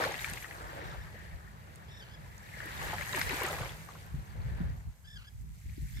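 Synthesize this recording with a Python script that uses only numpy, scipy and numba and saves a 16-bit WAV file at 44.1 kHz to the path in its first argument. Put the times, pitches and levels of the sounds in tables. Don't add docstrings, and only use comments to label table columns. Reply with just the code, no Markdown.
import sys
import numpy as np
from scipy import signal
from scipy.fft import rfft, irfft
from scipy.io import wavfile
from scipy.ndimage import map_coordinates
from numba import njit

SR = 44100
rng = np.random.default_rng(int(sys.argv[2]) if len(sys.argv) > 2 else 0)


def wrap_up_sound(samples):
    columns = np.atleast_2d(samples).T
    tamed = np.clip(columns, -1, 1)
    steps = np.round(tamed * 32767).astype(np.int16)
    wavfile.write(sys.argv[1], SR, steps)


N = 264600

# crest_s, level_db, build_s, drain_s, tilt_db_per_octave, hollow_db
WATER_SURGES = [(.01, -38.5, 0.79, 0.19, -2.5, 2), (.23, -50.5, 0.19, 0.32, 1.64, 4),
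                (.83, -51.5, 0.72, 0.38, -3.5, -0.4), (1.25, -61.5, 0.66, 0.32, -2.2, 7),
                (1.93, -63, 2.8, 4, -3, 1), (2.681, -56.5, 0.3, 0.071, -1, 11),
                (2.88, -47, 0.32, 0.33, -1, 2.5), (3.175, -43, 0.062, 0.073, 0.1, 4.5),
                (3.33, -54.5, 1.02, 0.56, 3, 7), (3.462, -43.5, 0.61, 0.4, -2, -5.5),
                (3.9, -61, 0.29, 0.64, -1.6, -4.5), (4.63, -59, 0.93, 0.28, -4, 1.5),
                (6.0, -75, 0.7, 0.32, 6, 6.5)]
# low_hz, high_hz, surge_offset_db, calm_db
WATER_BANDS = [(220, 704, -6, -85), (765, 1530, -1.5, -81.5), (1627, 2464, -1, -87),
               (2402, 5190, 1.5, -76.5), (5800, 14000, -5.5, -72.5)]
# time_s, bearing_rad
SWELL_BEARING = [(0, -0.77), (.13, -0.48), (.3, -0.35), (.6, -0.94), (1.0, -1.15), (1.15, 1.02),
                 (2.7, 1.05), (2.92, .25), (3.2, 0.77), (3.33, 0.8), (3.45, -0.021), (3.65, -0.2),
                 (3.9, -0.84), (4.7, -1.06), (5.1, 0.69), (6, 1)]
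# freq_hz, gain_db
WATER_SPECTRUM = [(200, -7.5), (350, 1.5), (560, 2.5), (980, 5.5), (1400, 5), (1900, 16), (2450, -5.5),
                  (3100, -8.5), (4100, -12), (5700, -19), (8700, -21), (9900, -26), (11600, -21.5),
                  (15500, -20.5)]
# freq_hz, pan_db
WATER_PAN = [(380, 0.5), (700, -0.5), (1000, -2.5), (1400, 2), (1900, 6), (2400, 1.5), (3500, 1),
             (5000, 2.5), (8120, -4.5), (15000, -5)]
# start_s, level_db, pitch_hz, pan_db
DROP_PLOPS = [(0.04, -24.5, 1708, 4), (.141, -29.5, 1920, 11), (.244, -26, 2170, 5), (0.336, -39, 2540, 8),
              (.373, -36.5, 2020, 8), (.425, -35.5, 2200, 6), (0.444, -34.5, 1750, 9), (0.51, -36, 1840, 4),
              (.945, -45, 845, 2), (2.603, -36.5, 1670, 6), (2.811, -41.5, 1080, 16),
              (2.931, -28.5, 840, 1), (2.982, -34, 1770, 9), (3.01, -30.5, 1950, 7),
              (3.066, -39.5, 1950, 5), (3.132, -32, 1760, 4), (3.147, -30.5, 2050, 6),
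              (3.173, -42, 1120, 8), (3.194, -30, 2120, -2), (3.214, -23.5, 1960, 8.5),
              (3.295, -29, 2350, 7), (3.417, -36.5, 1030, 15), (3.449, -29, 1820, 3),
              (3.631, -41.5, 1130, 14), (3.888, -41.5, 1126, 5), (3.952, -44, 1025, 1),
              (5.695, -52, 2260, 1), (5.97, -44.5, 2040, -3)]
# start_s, level_db, start_hz, end_hz, length_s
AIR_GULPS = [(.001, -27.5, 444, 520, 0.0042), (.010, -36, 550, 845, 0.011), (.026, -37, 674, 520, 0.016),
             (.046, -35, 990, 1370, 0.0088), (.051, -31.5, 442, 1560, 0.033), (.092, -40.5, 395, 560, .01),
             (.108, -41, 713, 1320, .024), (1.139, -50, 400, 856, 0.026), (2.258, -55, 1010, 930, 0.018),
             (2.57, -48, 578, 400, 0.0081), (2.655, -46.5, 316, 330, 0.022), (2.99, -44, 610, 550, 0.028),
             (3.017, -42, 2125, 3100, 0.021), (3.133, -36, 1056, 960, 0.018),
             (3.142, -38.5, 408, 322, 0.039), (3.18, -39.5, 250, 310, .018), (3.282, -38, 1996, 3200, .028),
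             (3.304, -38.5, 407, 336, 0.023), (3.324, -37.5, 242, 330, 0.025),
             (3.326, -37, 850, 1090, 0.012), (3.41, -33, 520, 396, 0.015), (3.436, -34.5, 383, 338, 0.019),
             (3.476, -39, 1096, 1740, 0.029), (3.505, -35, 660, 500, 0.015), (3.53, -36, 726, 970, .016),
             (3.58, -38.5, 965, 1490, 0.014), (3.597, -37.5, 427, 850, 0.018)]
# start_s, level_db, pitch_hz, pan_db
DROPLET_TICKS = [(0.1208, -40, 6400, 5), (.2039, -57, 7400, -8), (0.2984, -36, 9380, -3),
                 (0.334, -47, 4430, 0), (.335, -32.5, 7960, -1), (1.7584, -49.5, 8440, -12),
                 (2.38, -48.5, 6870, -7), (2.659, -46, 11400, -11), (3.13, -33.5, 3770, -8),
                 (3.1612, -34, 8070, -9), (3.215, -30, 5100, -6), (3.4345, -32.5, 12200, -9),
                 (3.5204, -40, 12600, -5.5)]
# freq_hz, gain_db
WIND_SPECTRUM = [(22, -29), (34, -18), (46, -5.5), (60, -2.5), (90, -6.5), (140, -14), (200, -25.5),
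                 (300, -45.5), (500, -52)]
# peak_s, level_db, half_width_s
WIND_GUSTS = [(.33, -47, 0.035), (.65, -47.5, 0.017), (.97, -47.5, 0.12), (1.33, -47.5, 0.027),
              (2.88, -47, 0.096), (3.25, -44.5, 0.067), (3.62, -48.5, 0.091), (4.17, -38.5, 0.034),
              (4.46, -37.5, 0.098), (4.66, -37, 0.084), (4.88, -40, 0.019), (5.17, -47, 0.03),
              (5.461, -44, 0.081), (5.69, -42, 0.032), (5.821, -38.5, 0.033), (5.98, -41, 0.062)]
# start_s, level_db, pitch_hz, ring_s
WIND_BUFFETS = [(0.319, -37.5, 133, 0.042), (3.607, -31.5, 126, 0.05), (4.14, -30, 148, 0.11),
                (4.602, -23, 182, 0.091), (5.657, -47, 234, 0.031), (5.777, -37.5, 302, .024),
                (5.814, -35.5, 145, 0.19), (5.986, -46, 292, 0.044)]
# time_s, level_db
DRONE_LEVEL = [(0, -48.5), (.5, -58.5), (.9, -52), (1.3, -55), (2.4, -54.5), (2.95, -48.5), (4.0, -54),
               (4.7, -50.5), (4.97, -69), (6, -54)]
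# centre_hz, width_hz, gain_db
DRONE_BANDS = [(101.1, 13, 2), (125, 35.3, 1.5), (157, 16.5, 4), (186.9, 34.6, -6)]
# start_s, length_s, top_hz, dip_depth_ratio, level_db
BIRD_CALLS = [(.781, 0.26, 1883, 0.15, -60), (1.877, 0.28, 1844, 0.28, -55), (5.04, .255, 1768, .22, -54.5),
              (5.933, .28, 1780, 0.19, -54)]
# time_ratio, dip_ratio, level_db, rasp_ratio
BIRD_PHRASE = [(0, .55, -11, .4), (.13, 0.05, -2, .2), (.43, 0, -0.5, .2), (.52, .45, 4.5, .25),
               (0.632, 1, -7.5, .8), (.74, 1, -6, 1), (.84, .5, -8, 0.75), (.94, 0.23, -2, .15),
               (1, 0.3, 2, .3)]
# multiple, gain_db, pan_db
BIRD_PARTIALS = [(1, -1.5, 7), (2, 0, -5.5), (3, -4, 4), (4, -13, 3)]

PORT_LAG_S = 0.000533
SURGE_DEPTH_DB, CREST_EXPONENT = 21.5, 1.33
FOAM_DB, FOAM_FADE_DB_PER_S = -6, 18
CHURN_DB, CHURN_PER_S, CHURN_RATIO_PER_OCTAVE = 2.03, 22, 0.92
PLOP_CYCLES, SPATTER_WINDOW_S, SPATTER_DB = 32.6, 0.016, -11.5
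BREEZE_DB, BREEZE_SWING_DB, BREEZE_SWINGS_PER_S = -53.5, 2, 6.7
TRILL_PERIOD_S, TRILL_DIP_RATIO, TRILL_DIP_DB, TRILL_EXPONENT = 0.0283, 0.1, 10, 9
RASP_PITCH_RATIO, RASP_FLUTTER_DB, RASP_PER_S = 0.11, 4.5, 900


def swells():
    levels_db = surge_levels_db()
    spray_db = levels_db[-1]
    surge = from_db(0.17 * (spray_db - spray_db.max()))
    near = bubble_cloud(count=3000, median_cycles=57.6, spread_db=3.5, max_rise=0.488, scatter_rad=0.68)
    froth = bubble_cloud(count=36000, median_cycles=7.3, spread_db=1, max_rise=0.38, scatter_rad=0.49)
    wash = shore_wash(alike_below_hz=600)
    near_gain, froth_gain, wash_gain = surge ** 2, from_db(1.5) * np.sqrt(surge), from_db(-0.5)
    water = near_gain * near + froth_gain * froth + wash_gain * wash
    water /= np.sqrt(near_gain ** 2 + froth_gain ** 2 + wash_gain ** 2)
    water = coloured(water, WATER_SPECTRUM)
    water = coloured(water, WATER_PAN, db_scale=np.array([[.5], [-.5]]))
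    out = 0
    for (low_hz, high_hz, _, _), level_db in zip(WATER_BANDS, levels_db):
        octaves = np.log2(low_hz / WATER_BANDS[0][0])
        churn_db = CHURN_DB * CHURN_RATIO_PER_OCTAVE ** octaves * surge * drift(CHURN_PER_S)
        out += from_db(level_db + churn_db) * unit_rms(band(water, low_hz, high_hz, order=4))
    return out


def surge_levels_db():
    t = np.arange(0, N, 100) / SR
    low_hz, high_hz, offset_db, calm_db = np.transpose(WATER_BANDS)[:, :, None]
    octaves = np.log2(low_hz * high_hz) / 2
    octaves = octaves - octaves[1]
    is_swish = np.array([[0], [0], [1], [0], [0]])
    power = 0
    for crest_s, level_db, build_s, drain_s, tilt_db_per_octave, hollow_db in WATER_SURGES:
        from_crest = np.maximum((crest_s - t) / build_s, (t - crest_s) / drain_s)
        envelope_db = -SURGE_DEPTH_DB * from_crest ** CREST_EXPONENT
        colour_db = offset_db + tilt_db_per_octave * octaves + hollow_db * is_swish
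        power += from_db(level_db + envelope_db + colour_db) ** 2
    spray_db = 10 * np.log10(power[-1] + 1e-20)
    fade_db = FOAM_FADE_DB_PER_S * t
    foam_db = FOAM_DB + np.maximum.accumulate(spray_db + fade_db) - fade_db
    power[-1] += from_db(foam_db) ** 2
    levels_db = 10 * np.log10(power + from_db(calm_db) ** 2)
    return np.array([np.interp(np.arange(N) / SR, t, db) for db in levels_db])


def bubble_cloud(count, median_cycles, spread_db, max_rise, scatter_rad):
    when, pitch, loudness, sustain, place, climb = rng.random((count, 6)).T
    start = when * (N - 1)
    hz = (np.sqrt(200) + pitch * (np.sqrt(16000) - np.sqrt(200))) ** 2
    level_db = spread_db * np.minimum(-np.log(1 - loudness), 4)
    polarity = (-1) ** np.arange(count)
    gain = polarity * from_db(level_db) * hz ** 0.75
    bearing_rad = per_sample(SWELL_BEARING)[start.astype(int)] + scatter_rad * (2 * place - 1)
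    lag = PORT_LAG_S * SR * np.sin(bearing_rad)
    life = median_cycles * 2 ** (2 * sustain - 1) * SR / hz
    return unit_rms(sum_rings(start, 2 * np.pi * hz / SR, gain, life, lag, max_rise * climb))


@njit
def sum_rings(start, step_rad, start_gain, life, lag, rise):
    out = np.zeros((2, N))
    for k in range(len(start)):
        for channel in range(2):
            onset = start[k] + lag[k] * (.5 - channel)
            gain, decay = start_gain[k], np.exp(-6.9 / life[k])
            for i in range(int(onset) + 1, min(N, int(onset + .8 * life[k]))):
                age = i - onset
                gain *= decay
                if i >= 0:
                    phase_rad = step_rad[k] * age * (1 + rise[k] * age / life[k] / 2)
                    out[channel, i] += gain * np.sin(phase_rad)
    return out


def shore_wash(alike_below_hz):
    mid, side = rng.standard_normal((2, N))
    side = signal.sosfilt(signal.butter(1, alike_below_hz, "high", fs=SR, output="sos"), side)
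    return unit_rms(mid + side * [[1], [-1]])


def drops():
    out = np.zeros((2, N))
    for start_s, level_db, hz, pan_db in DROP_PLOPS:
        plop = ring(hz, PLOP_CYCLES / hz, rise=0.27, attack_s=0.00059, noise_gain=0.43)
        add(out, start_s, from_db(level_db) * plop, pan_db, lag_s=0.00008)
        for delay, pitch in rng.random((3, 2)):
            spatter_hz = hz * 2 ** (pitch - .5)
            ring_s = PLOP_CYCLES / spatter_hz
            spatter = ring(spatter_hz, ring_s, rise=0.2, attack_s=0.00075, noise_gain=0.38)
            add(out, start_s + SPATTER_WINDOW_S * delay, from_db(level_db + SPATTER_DB) * spatter, pan_db)
    for start_s, level_db, start_hz, end_hz, length_s in AIR_GULPS:
        add(out, start_s, from_db(level_db) * gulp(start_hz, end_hz, length_s), pan_db=1.7)
    for start_s, level_db, hz, pan_db in DROPLET_TICKS:
        tick = ring(hz, ring_s=0.015, rise=0.12, attack_s=0.000088, noise_gain=0.55)
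        add(out, start_s, from_db(level_db) * tick, pan_db, lag_s=0.00044)
    return out


def ring(hz, ring_s, rise, attack_s, noise_gain):
    t, envelope = ring_envelope(ring_s, attack_s)
    noise = band(rng.standard_normal(SR // 4), hz * 0.59, hz * 1.37)[:len(t)]
    tone = np.sin(2 * np.pi * hz * t * (1 + rise * t / ring_s / 2))
    return envelope * (tone + noise_gain * noise / noise.std())


def gulp(start_hz, end_hz, length_s):
    progress = np.linspace(0, 1, int(length_s * SR) + 2)
    period_s = 1 / start_hz + (1 / end_hz - 1 / start_hz) * progress ** 1.386
    envelope = np.tanh(progress / 0.21) * np.tanh((1 - progress) / 0.16) * from_db(-4 * progress)
    return envelope * np.sin(2 * np.pi * np.cumsum(1 / period_s) / SR)


def wind():
    t = np.arange(N) / SR
    eddies = unit_rms(coloured(stereo_noise(correlation=0.63), WIND_SPECTRUM))
    breeze = from_db(BREEZE_DB + BREEZE_SWING_DB * drift(BREEZE_SWINGS_PER_S)) * eddies
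    gust_power = sum(from_db(level_db) ** 2 * np.exp(-((t - peak_s) / half_width_s) ** 2)
                     for peak_s, level_db, half_width_s in WIND_GUSTS)
    bright_eddies = unit_rms(coloured(stereo_noise(correlation=0.16), WIND_SPECTRUM, db_scale=0.89))
    gusts = np.sqrt(gust_power) * bright_eddies
    thumps = np.zeros((2, N))
    for start_s, level_db, hz, ring_s in WIND_BUFFETS:
        thump = ring(hz, ring_s, rise=-0.22, attack_s=0.0012, noise_gain=0.26)
        add(thumps, start_s, from_db(level_db) * thump, lag_s=0.00096)
    return band(breeze + gusts + thumps, 37.3, 434, order=5)


def bird():
    calls = np.zeros((2, N))
    for start_s, length_s, top_hz, dip_depth, level_db in BIRD_CALLS:
        phase_rad, envelope = bird_trill(length_s, top_hz, dip_depth)
        for multiple, gain_db, pan_db in BIRD_PARTIALS:
            partial = from_db(level_db + gain_db) * envelope * np.sin(multiple * phase_rad)
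            add(calls, start_s, partial, pan_db, lag_s=0.0002)
    t, tail = ring_envelope(ring_s=0.2, attack_s=0.016)
    echoes = tail * rng.standard_normal((2, SR))[:, :len(t)] / np.sqrt(np.sum(tail ** 2))
    return calls + from_db(-13.5) * signal.fftconvolve(calls, echoes, axes=1)[:, :N]


def bird_trill(length_s, top_hz, dip_depth):
    t = np.arange(int(length_s * SR)) / SR
    time_ratio, *columns = np.transpose(BIRD_PHRASE)
    dip, level_db, rasp = (np.interp(t / length_s, time_ratio, column) for column in columns)
    trill = np.abs(np.cos(np.pi * t / TRILL_PERIOD_S)) ** TRILL_EXPONENT
    shake = RASP_PITCH_RATIO * rasp * drift(RASP_PER_S)[:len(t)]
    flutter_db = RASP_FLUTTER_DB * rasp * drift(RASP_PER_S)[:len(t)]
    hz = top_hz * (1 - dip_depth * dip) * (1 - TRILL_DIP_RATIO * trill + shake)
    fade = np.clip(np.minimum(t, length_s - t) / 0.004, 0, 1)
    envelope = fade * from_db(level_db - TRILL_DIP_DB * trill + flutter_db)
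    return 2 * np.pi * np.cumsum(hz) / SR, envelope


def drone():
    noise = stereo_noise(correlation=0.6)
    hum = sum(from_db(gain_db) * band(noise, hz - width_hz / 2, hz + width_hz / 2)
              for hz, width_hz, gain_db in DRONE_BANDS)
    return from_db(per_sample(DRONE_LEVEL)) * unit_rms(hum)


def from_db(db):
    return 10 ** (np.asarray(db) / 20)


def unit_rms(x):
    return x / np.sqrt(np.mean(x.mean(axis=0) ** 2) + 1e-20)


def per_sample(curve):
    return np.interp(np.arange(N) / SR, *np.transpose(curve))


def coloured(x, curve, db_scale=1):
    hz, db = np.transpose(curve)
    bins_hz = np.maximum(np.fft.rfftfreq(2 * N, 1 / SR), 1)
    gain = from_db(db_scale * np.interp(np.log(bins_hz), np.log(hz), db))
    return irfft(rfft(x, 2 * N) * gain)[..., :N]


def band(x, low_hz, high_hz, order=2):
    sos = signal.butter(order, [low_hz, min(high_hz, .49 * SR)], "band", fs=SR, output="sos")
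    return signal.sosfilt(sos, x)


def stereo_noise(correlation):
    mid, side = rng.standard_normal((2, N))
    return np.sqrt(1 + correlation) * mid + np.sqrt(1 - correlation) * side * [[1], [-1]]


def drift(knots_per_s):
    knots = rng.standard_normal(1000)
    position = np.arange(N) / SR * knots_per_s
    return map_coordinates(knots, [position], order=1, mode="wrap") / np.sqrt(2 / 3)


def ring_envelope(ring_s, attack_s):
    t = np.arange(int(ring_s * SR) + 2) / SR
    envelope = (1 - np.exp(-t / attack_s)) * np.exp(-np.log(1000) * t / ring_s)
    return t, envelope / envelope.max()


def add(out, start_s, sound, pan_db=0, lag_s=0):
    for channel, sign in enumerate((1, -1)):
        at = int(np.clip(round((start_s + sign * lag_s / 2) * SR), 0, N))
        out[channel, at:at + len(sound)] += from_db(sign * pan_db / 2) * sound[:N - at]


def scene():
    return swells() + drops() + wind() + drone() + bird()


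def record(dry, cutoff_hz=15800):
    return signal.sosfilt(signal.ellip(12, .1, 80, cutoff_hz, fs=SR, output="sos"), dry)


dry = scene()
out = record(dry)
wrap_up_sound(out)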